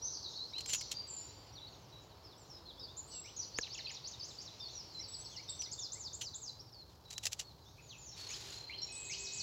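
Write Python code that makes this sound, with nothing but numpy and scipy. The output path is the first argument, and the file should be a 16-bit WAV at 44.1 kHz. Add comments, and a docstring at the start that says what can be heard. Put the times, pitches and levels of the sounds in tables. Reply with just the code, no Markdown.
"""Small birds singing in the bushes of a calm waterside bank, heard in mono over far traffic.
Each note is a gliding tone of the syrinx, sung singly or repeated in trills. Near birds are clear,
farther ones are smeared by echoes from the trees, and a distant chorus lies behind them.
Dry stems snap and rub close to the microphone, there is one sharp tap, and a thin steady whistle
comes in at the end."""
import sys
import numpy as np
from scipy import signal
from scipy.fft import rfft, irfft, next_fast_len
from scipy.io import wavfile
from scipy.ndimage import uniform_filter1d

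SR = 44100
rng = np.random.default_rng(int(sys.argv[2]) if len(sys.argv) > 2 else 0)


def store_pcm(level_fs):
    """Save levels as 16-bit WAV."""
    pcm = np.round(np.clip(level_fs, -1, 1) * 32767).astype(np.int16)
    wavfile.write(sys.argv[1], SR, np.atleast_2d(pcm).T)


N = 415422
TIME = np.arange(N) / SR

# Levels are relative within each table; the mix sets the balance.
# single whistles, near and deeper in the trees: t/s, contour, length/s, middle f/Hz, level/dB
NEAR_NOTES = [(.347, "arch", 0.038, 4450, -47.5), (.378, "rise", 0.087, 4085, -43.5),
              (.532, "rise", 0.074, 4045, -43.5), (.673, "sag", 0.1, 7060, -43),
              (1.6, "level", 0.073, 3907, -55.5), (1.667, "peak", 0.026, 4500, -52.5),
              (1.92, "level", 0.088, 3903, -57), (2.24, "fall", 0.11, 4460, -61.5),
              (2.376, "droop", 0.065, 7500, -64.5), (2.654, "dive", 0.066, 4040, -55.5),
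              (2.964, "arch", 0.043, 7280, -47.5), (3.075, "sag", 0.062, 7900, -59),
              (3.135, "level", 0.074, 7640, -45.5), (3.125, "sag", 0.079, 2800, -62.5),
              (3.362, "arch", 0.024, 6840, -42.5), (3.384, "dip", 0.028, 5850, -40.5),
              (3.843, "droop", 0.026, 4200, -46.5), (4.193, "slur", 0.026, 4840, -47),
              (4.593, "hook", 0.092, 4590, -50.5), (4.599, "level", 0.056, 3580, -52.5),
              (4.68, "lift", .028, 3800, -54), (4.706, "slur", 0.051, 4140, -58),
              (4.733, "dive", 0.097, 5650, -49), (4.944, "level", 0.065, 4094, -49.5),
              (4.989, "rise", 0.033, 5500, -46.5), (5.021, "slur", .033, 4920, -49),
              (5.08, "level", 0.16, 7830, -52), (5.31, "slur", 0.061, 3180, -60),
              (5.362, "fall", 0.018, 5100, -46.5), (5.492, "dip", 0.026, 7560, -43.5),
              (5.588, "ease", 0.0335, 5900, -41), (5.622, "fall", 0.05, 4670, -47.5),
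              (5.715, "slur", 0.034, 4800, -49), (6.328, "slur", .022, 3980, -50),
              (6.589, "lift", 0.025, 5160, -52), (6.722, "slur", 0.032, 5060, -55.5),
              (6.745, "droop", 0.092, 4350, -57.5), (7.048, "dip", 0.057, 3840, -62),
              (7.1, "dip", .08, 3850, -56), (7.43, "droop", 0.096, 4300, -62.5),
              (7.779, "peak", 0.029, 2560, -58.5), (7.89, "plunge", 0.083, 2910, -57.5),
              (8.113, "hook", 0.052, 3870, -60), (8.178, "ease", .12, 4350, -52),
              (8.308, "fall", 0.055, 5290, -47.5), (8.815, "level", 0.042, 5540, -40.5)]
FAR_NOTES = [(.016, "rise", 0.053, 5980, -39), (.11, "fall", 0.057, 5280, -42),
             (.225, "slur", 0.049, 4120, -45), (.751, "fall", 0.08, 5230, -45.5),
             (.945, "level", 0.048, 4740, -42.5), (.99, "level", .45, 4664, -63),
             (1.072, "sag", 0.042, 7400, -47), (1.1, "ease", 0.12, 7184, -45),
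             (1.21, "level", 0.097, 5520, -64.5), (1.52, "level", 0.03, 5750, -56.5),
             (3.238, "lift", .028, 5600, -51.5), (7.82, "dive", 0.11, 6600, -61),
             (7.979, "droop", 0.062, 6950, -53.5), (8.05, "hook", .06, 5810, -52),
             (8.285, "rise", 0.043, 6870, -46), (8.776, "hook", 0.032, 4390, -50.5),
             (8.82, "droop", 0.068, 4160, -55), (8.917, "ease", 0.057, 7930, -44),
             (8.99, "ease", 0.037, 7640, -46.5)]
# how a whistle bends, by contour: start and end pitch as ratios to the middle pitch
CONTOURS = {"level": (1.0, 1.0), "ease": (1.02, .98), "rise": (.94, 1.06), "sag": (1.08, .97),
            "droop": (1.03, .92), "slur": (1.13, .86), "fall": (1.25, .72), "dive": (1.04, .77),
            "hook": (1.24, .96), "plunge": (1.8, .93), "arch": (.85, .88), "dip": (1.1, 1.06),
            "lift": (.85, 1.12), "peak": (.8, .7)}
# near warbles: t/s, length/s, start f/Hz, middle f/Hz, end f/Hz, level/dB, depth/Hz, rate/Hz
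WARBLES = [(2.495, 0.1, 5680, 5140, 5210, -53.5, 90, 170), (2.79, 0.078, 5280, 4850, 4600, -50.5, 250, 150),
           (3.102, 0.083, 5180, 5260, 5200, -52.5, 925, 120),
           (3.41, 0.047, 5320, 4840, 4550, -45.5, 493, 153)]
# syllables of each motif: delay/s, length/s, start f/Hz, middle f/Hz, end f/Hz, level/dB
MOTIFS = {"rise and drop": [(0, 0.053, 4530, 5074, 7620, 0.5), (.07, 0.046, 6970, 4430, 3580, -2.5)],
          "double flick": [(0, .023, 5750, 3320, 2470, -1.5), (.036, 0.022, 3460, 2700, 1610, -1.5)],
          "chip and lilt": [(0, .033, 5840, 4810, 4120, 1), (.064, 0.035, 5460, 6020, 6300, -12.5)],
          "double pip": [(0, 0.021, 3644, 3650, 3620, 7), (.034, 0.0217, 3600, 3680, 3440, 1)],
          "up and slide": [(0, .032, 5600, 7090, 7620, -6), (.076, .092, 7620, 5660, 3710, -7)],
          "lift and swoop": [(0, 0.034, 6200, 7310, 8030, -8), (.05, 0.052, 7180, 5300, 3610, -2)],
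          "low chip": [(0, 0.047, 4830, 3880, 3400, 4)], "tweet": [(0, 0.052, 3330, 3680, 3920, -3.5)],
          "coo": [(0, 0.0406, 2100, 2100, 2450, -5)], "low rise": [(0.001, .06, 2083, 2642, 3520, -6)],
          "tick": [(0.002, 0.011, 7800, 7100, 6500, -4.5)], "buzz": [(0, 0.0272, 4060, 4180, 4090, -7.5)]}
# starting tempo of each motif: period/s
MOTIF_PERIOD_S = {"rise and drop": .1645, "double flick": .1145, "chip and lilt": .1135, "double pip": .292,
                  "up and slide": .206, "lift and swoop": .137, "low chip": .163, "tweet": .1, "coo": .286,
                  "low rise": .397, "tick": .0252, "buzz": .034}
# trills, near and farther off: t/s, motif, repeats, first level/dB, swell per repeat/dB
NEAR_TRILLS = [(.52, "low rise", 1, -55, -2), (1.551, "low chip", 2, -58.5, -7),
               (2.775, "tweet", 2, -56, 0.5), (3.242, "low rise", 1, -53.5, 0),
               (3.537, "rise and drop", 6, -46, -.8), (3.623, "double flick", 3, -48.5, -0.5),
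               (4.99, "coo", 1, -60, 0), (5.13, "chip and lilt", 4, -48, -0.6), (5.368, "coo", 3, -56, -3),
               (5.484, "double pip", 3, -51.5, -4.5), (5.711, "up and slide", 4, -39, -.5),
               (7.655, "tweet", 1, -59.5, 0), (8.292, "low rise", 3, -44.5, -0.1),
               (8.49, "buzz", 10, -46.5, 0.7), (8.497, "tick", 5, -48, -2), (8.815, "tick", 8, -50, 0)]
FAR_TRILLS = [(4.9, "chip and lilt", 7, -57, 0.5), (9.042, "lift and swoop", 3, -40, 1)]
# the distant chorus, and the echoes of its lower voices: t/s, level/dB
CHORUS_LEVEL = [(0, -52.5), (.8, -53.5), (1.3, -61), (2.1, -66.5), (3.2, -58), (3.8, -55), (5.4, -56.5),
                (6.3, -59.5), (6.9, -73), (7.7, -65.5), (8.1, -64.5), (8.8, -58), (9.42, -52.5)]
LOW_CHORUS_LEVEL = [(0.3, -85), (1.0, -66.5), (2.8, -77.5), (3.8, -67), (5.6, -70), (7.0, -114), (8.1, -71),
                    (9.42, -59.5)]
# far traffic, and the hum of one engine in it: t/s, level/dB
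TRAFFIC_LEVEL = [(0, -59.5), (6.2, -61), (6.7, -64), (8.1, -63.5), (8.25, -59.5), (9.42, -62)]
HUM_LEVEL = [(7.5, -93), (8.2, -70), (9.42, -69)]
# spectra of tyre wash, road rumble and open air: f/Hz, level/dB
TYRE_COLOUR = [(110, -30), (170, -10), (296, 0), (431, -0.5), (706, -3.5), (909, -1.5), (1570, -13.5),
               (1900, -19.5), (2470, -34), (4180, -120)]
RUMBLE_COLOUR = [(25, -63), (48, -3), (97, -0.5), (119, -0.5), (190, -11), (250, -21.5), (420, -120)]
AIR_COLOUR = [(2500, -17), (6500, -15.5), (12000, 2.5), (15800, 6)]
# dry stems snapping close by: t/s, level/dB, t60/s, stalk f/Hz, ring level re snap/dB
SNAPS = [(0.584, -44.5, 0.049, 3000, 14), (0.607, -40, 0.043, 3100, 7), (.66, -29.5, 0.017, 3240, 0),
         (0.695, -38, 0.24, 2880, 5), (0.7344, -27, 0.037, 3150, 10), (0.748, -29.5, 0.041, 2710, 9),
         (.811, -33, 0.038, 2180, 1), (.917, -32.5, 0.053, 3130, 10.5), (5.62, -39, 0.04, 3020, 4.5),
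         (6.215, -41, 0.092, 3050, 16.5), (7.108, -40.5, 0.068, 3100, -5), (7.13, -41, 0.052, 2920, -6),
         (7.1808, -29, 0.022, 3020, -10), (7.235, -38, 0.085, 2900, 5), (7.2553, -22, 0.021, 2960, -6),
         (7.2681, -23, 0.027, 2650, 2.5), (7.321, -36.5, 0.053, 2830, -10), (7.331, -31, 0.028, 2880, -3),
         (7.396, -30.5, 0.068, 2910, 4.5)]
# modes of a hollow stalk: multiple of its pitch, level/dB
STALK_MODES = [(1, 2), (1.37, -3.5), (2.04, -5), (2.5, -16.5)]
# spectra of snapping and rustling stems: f/Hz, level/dB
SNAP_COLOUR = [(240, -35), (400, -12), (814, -9.5), (1140, -17), (2250, -4.5), (4950, 1.5), (6050, 3),
               (7400, 3.5), (9040, -20), (9920, -12), (14600, -20)]
RUSTLE_COLOUR = [(1000, -19), (1800, -15.5), (3000, -12), (4200, -6), (7200, -15), (8700, -27),
                 (10600, -26.5), (15000, -32)]
# modes of the tap, the low ones answering late: f/Hz, level/dB, t60/s, lag/s
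TAP_MODES = [(6780, -27.5, 0.023, .0001), (2470, -18.5, 0.0028, 0.00103), (1690, -29.5, 0.02, 0.00189),
             (464, -31.5, 0.025, 0.0018), (292, -37, 0.0074, 0.0045)]
# the rustle and the thin whistle near the end: t/s, level/dB
RUSTLE_LEVEL = [(8.15, -71), (8.18, -50), (8.25, -55), (8.34, -52), (8.45, -52.5), (8.58, -53.5),
                (8.65, -65.5), (8.9, -77)]
WHISTLE_LEVEL = [(8.87, -110), (8.89, -54.5), (9.42, -53)]


def from_db(db):
    """Decibels to gain."""
    return 10 ** (np.asarray(db) / 20)


def rms_one(x):
    """Scale to unit rms."""
    return x / np.sqrt(np.mean(x ** 2) + 1e-20)


def level(rows):
    """Gain over time from rows of t/s, level/dB."""
    return from_db(np.interp(TIME, *np.transpose(rows)))


def add(out, s, sound):
    """Mix a sound in at s seconds."""
    at = max(round(s * SR), 0)
    out[at:at + len(sound)] += sound[:max(N - at, 0)]


def drift(rate):
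    """Random wander of unit rms, turning rate times a second."""
    knots = rng.standard_normal(int(N / SR * rate) + 2)
    return rms_one(np.interp(TIME * rate, np.arange(len(knots)), knots))


def colour(x, points):
    """Filter by a spectrum (f/Hz, level/dB) with steep ends; white input keeps its power."""
    hz, db = np.transpose(points)
    size = 2 * next_fast_len(N // 2 + 2)
    f = np.maximum(np.fft.rfftfreq(size, 1 / SR), 1)
    roll_off = np.sqrt(1 + (hz[0] / f) ** 10 + (f / hz[-1]) ** 10)
    gain = from_db(np.interp(np.log(f), np.log(hz), db)) / roll_off
    return irfft(rfft(x, size) * rms_one(gain))[:N]


def noise(points):
    """Noise of unit power with a given spectrum."""
    return colour(rng.standard_normal(N), points)


def syrinx(length, start_hz, middle_hz, end_hz, db, warble_hz=0, warble_rate=0):
    """One bird note: a sine on a curved glide, slightly unsteady in pitch and strength."""
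    attack_s, release_share = .009, .19
    waver_share, flutter_db = .0066, 3
    rasp_per_s, rasp_db = 450, 2.2
    u = np.linspace(0, 1, max(int(length * SR), 2))
    t = u * length
    glide = np.polyval(np.polyfit([0, .5, 1], [start_hz, middle_hz, end_hz], 2), u)
    waver, flutter = [np.interp(u, np.linspace(0, 1, 12), k) for k in rng.standard_normal((2, 12))]
    jitter, shimmer = [np.interp(t * rasp_per_s, range(200), k) for k in rng.standard_normal((2, 200))]
    rasp_hz = 40 * min(np.ptp(glide) / 1000, 2)  # wide sweeps rasp more than held notes
    warble = warble_hz * np.sin(2 * np.pi * warble_rate * t)
    hz = glide * (1 + waver_share * waver) + rasp_hz * jitter + warble
    ramp = np.clip(np.minimum(t / attack_s, (1 - u) / release_share), 0, 1)
    envelope = from_db(db + flutter_db * flutter + rasp_db * shimmer) * np.sin(np.pi / 2 * ramp)
    return envelope * np.sin(2 * np.pi * np.cumsum(hz) / SR)


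def sing(notes):
    """Voice each note at its time."""
    out = np.zeros(N)
    for s, *shape in notes:
        add(out, s, syrinx(*shape))
    return out


def trill(s, motif, repeats, first_db, swell_db, slowing=.005, pitch_spread=.008, spread_db=1.2):
    """A bird repeats its motif, slowing a little, swelling or fading; no two syllables are alike."""
    notes = []
    for k in range(repeats):
        onset = s + MOTIF_PERIOD_S[motif] * k * (1 + slowing * k)
        for delay, length, *glide, db in MOTIFS[motif]:
            hz = np.multiply(glide, 1 + pitch_spread * rng.standard_normal())
            sung_db = first_db + swell_db * k + db + spread_db * rng.standard_normal()
            notes.append((onset + delay, length, *hz, sung_db))
    return notes


def song(whistles, trills):
    """Single bent whistles and trills, sung together."""
    notes = [(s, length, hz * CONTOURS[bend][0], hz, hz * CONTOURS[bend][1], db)
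             for s, bend, length, hz, db in whistles]
    return sing(notes + [syllable for row in trills for syllable in trill(*row)])


def soft_calls(count=80, low_hz=3900, high_hz=5800, mean_length_s=.04, spread_db=4):
    """Other birds in the bushes drop soft, gently bent calls, bolder whenever the chorus swells."""
    bends, calls = ["lift", "rise", "droop", "slur", "arch"], []
    for k, (when, bend, length, pitch, size) in enumerate(rng.random((count, 5))):
        s = (k + when) / count * N / SR
        hz = low_hz * (high_hz / low_hz) ** pitch
        db = np.interp(s, *np.transpose(CHORUS_LEVEL)) - 6 + spread_db * (2 * size - 1)
        calls.append((s, bends[int(bend * len(bends))], mean_length_s * (.5 + length), hz, db))
    return calls


def trees(x, t60, build_s):
    """Countless weak echoes from twigs and trunks build up and die away; unit power."""
    t = np.arange(SR) / SR
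    echoes = rng.standard_normal(SR) * from_db(-60 * t / t60) * (1 - np.exp(-t / build_s))
    return signal.oaconvolve(x, echoes / np.linalg.norm(echoes))[:N]


def birds():
    """The farther a bird sits from the microphone, the more of it arrives as scattered echoes."""
    near = from_db(1.5) * song(NEAR_NOTES + soft_calls(), NEAR_TRILLS) + sing(WARBLES)
    far = song(FAR_NOTES, FAR_TRILLS)
    scattered = from_db(-6.5) * trees(near, t60=.38, build_s=.012)
    twigs = from_db(-8) * trees(near, t60=.061, build_s=.0025)
    lingering = from_db(-19.5) * trees(far, t60=1.4, build_s=.008)
    smeared = from_db(1) * trees(far, t60=.49, build_s=.0038)
    return near + twigs + scattered + from_db(-2.5) * far + smeared + lingering


def chorus(count=420, centre_hz=4850, pitch_spread=.17, sweep=.18, spread_db=9.5):
    """Many distant birds sweep up and down; through the trees they merge into a twittering wash."""
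    notes = []
    draws = np.column_stack([rng.random((count, 2)), rng.standard_normal((count, 3))])
    for when, length, pitch, way, size in draws:
        middle_hz = min(centre_hz * np.exp(pitch_spread * pitch), 6700)
        glide = middle_hz * np.exp(sweep * np.sign(way) * np.array([-1, 0, 1]))
        db = spread_db * size - pitch ** 2  # birds are weakest at the ends of their range
        notes.append((when * N / SR, .033 + .056 * length, *glide, db))
    direct = sing(notes)
    wash = trees(direct, t60=.45, build_s=.015) + from_db(-10) * direct
    evened = wash / np.sqrt(uniform_filter1d(wash ** 2, size=8000) + 1e-3)
    farthest = from_db(-8) * noise([(3800, 3), (4200, 11.5), (6000, -3), (7600, -10), (8400, -18)])
    low_voices = level(LOW_CHORUS_LEVEL) * noise([(1900, -1), (2500, 0), (3300, 4.5)])
    return level(CHORUS_LEVEL) * (from_db(-5.5) * evened + farthest) + low_voices


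def engine(hz, wander_hz, flutter_db):
    """A far engine tone, unsteady after its long way through the air."""
    flutter = from_db(flutter_db * drift(9))
    return flutter * np.sin(2 * np.pi * np.cumsum(hz + wander_hz * drift(14)) / SR)


def traffic():
    """A far road gives rumble, engine tones and tyre wash, whose hiss swells faster than its body."""
    drone = from_db(-68.5) * engine(hz=105.7, wander_hz=2.97, flutter_db=2)
    hum = level(HUM_LEVEL) * engine(hz=393, wander_hz=5.7, flutter_db=5.5)
    flow = level(TRAFFIC_LEVEL)
    tyres = from_db(-2) * flow * noise(TYRE_COLOUR)
    hiss_gain = from_db(-88.5 + drift(11)) * (flow / flow.mean()) ** 2
    hiss = hiss_gain * noise([(1400, -10), (2000, -2), (2600, -18), (3600, 4)])
    rumble = from_db(-61.5) * noise(RUMBLE_COLOUR)
    return rumble + drone + hum + tyres + hiss


def air():
    """Faint, high air noise lies over the bank."""
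    return from_db(-78.5) * noise(AIR_COLOUR)


def snap(s, db, t60, build_share=.22):
    """Force of one snap: it builds to its peak in a share of the time that it takes to die."""
    force, t = np.zeros(N), np.arange(-SR // 20, SR // 10) / SR
    add(force, s + t[0], from_db(db - 60 * np.maximum(t, -t / build_share) / t60))
    return force


def stalks(q=15):
    """Each snap knocks on its own hollow stalk, which rings in a few narrow modes."""
    out = np.zeros(N)
    for s, db, t60, hz, ring_db in SNAPS:
        start = s - .05  # takes in the build-up
        force = snap(s, db + ring_db, t60)[round(start * SR):][:SR // 6]
        for multiple, mode_db in STALK_MODES:
            burst = from_db(mode_db) * force * rng.standard_normal(len(force))
            add(out, start, signal.lfilter(*signal.iirpeak(hz * multiple, q, fs=SR), burst))
    return out


def stems(grain_db=3):
    """Dry stems close to the microphone give way in short, separate, grainy ticks."""
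    force = sum(snap(s, db, t60) for s, db, t60, *_ in SNAPS)
    rubbing = from_db(-14) * uniform_filter1d(force, size=2600)
    fibres = (force + rubbing) * from_db(grain_db * drift(900)) * rng.standard_normal(N)
    # the hardest snaps splinter most into the top octave
    hardness = np.sqrt(force / force.max())
    splinters = colour(fibres * hardness, [(8500, -9), (10500, -11), (12500, -27), (15000, -17)])
    return from_db(-6) * colour(fibres, SNAP_COLOUR) + stalks() + from_db(-23.5) * splinters


def tap(at_s=3.5862):
    """One hard contact close to the microphone rings a few heavily damped modes."""
    out, t = np.zeros(N), np.arange(SR // 20) / SR
    for hz, db, t60, lag in TAP_MODES:
        add(out, at_s + lag, from_db(db - 60 * t / t60) * np.sin(2 * np.pi * hz * t))
    return out


def rustle(grain_db=2):
    """Stems close by rub together, longer and finer than a snap."""
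    return level(RUSTLE_LEVEL) * from_db(grain_db * drift(150)) * noise(RUSTLE_COLOUR)


def thin_whistle(hz=2538, flutter_db=.3, skirt_db=-13, skirt_rate=160):
    """A faint tone holds its pitch inside a narrow skirt of noise."""
    phase = 2 * np.pi * hz * TIME
    skirt = drift(skirt_rate) * np.sin(phase) + drift(skirt_rate) * np.cos(phase)
    tone = from_db(flutter_db * drift(25)) * np.sin(phase)
    return level(WHISTLE_LEVEL) * (tone + from_db(skirt_db) * skirt)


def scene():
    """The bank from one spot; everything reaches both channels alike."""
    mono = birds() + chorus() + traffic() + air() + stems() + tap() + rustle() + thin_whistle()
    return np.array([mono, mono])


def record(dry):
    """The microphone chain rolls off the deepest bass and cuts the top steeply."""
    low_cut = signal.butter(3, 42, "high", fs=SR, output="sos")
    high_cut = signal.ellip(10, .1, 70, 15850, fs=SR, output="sos")
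    return signal.sosfilt(high_cut, signal.sosfilt(low_cut, dry))


dry = scene()
out = record(dry)
store_pcm(out)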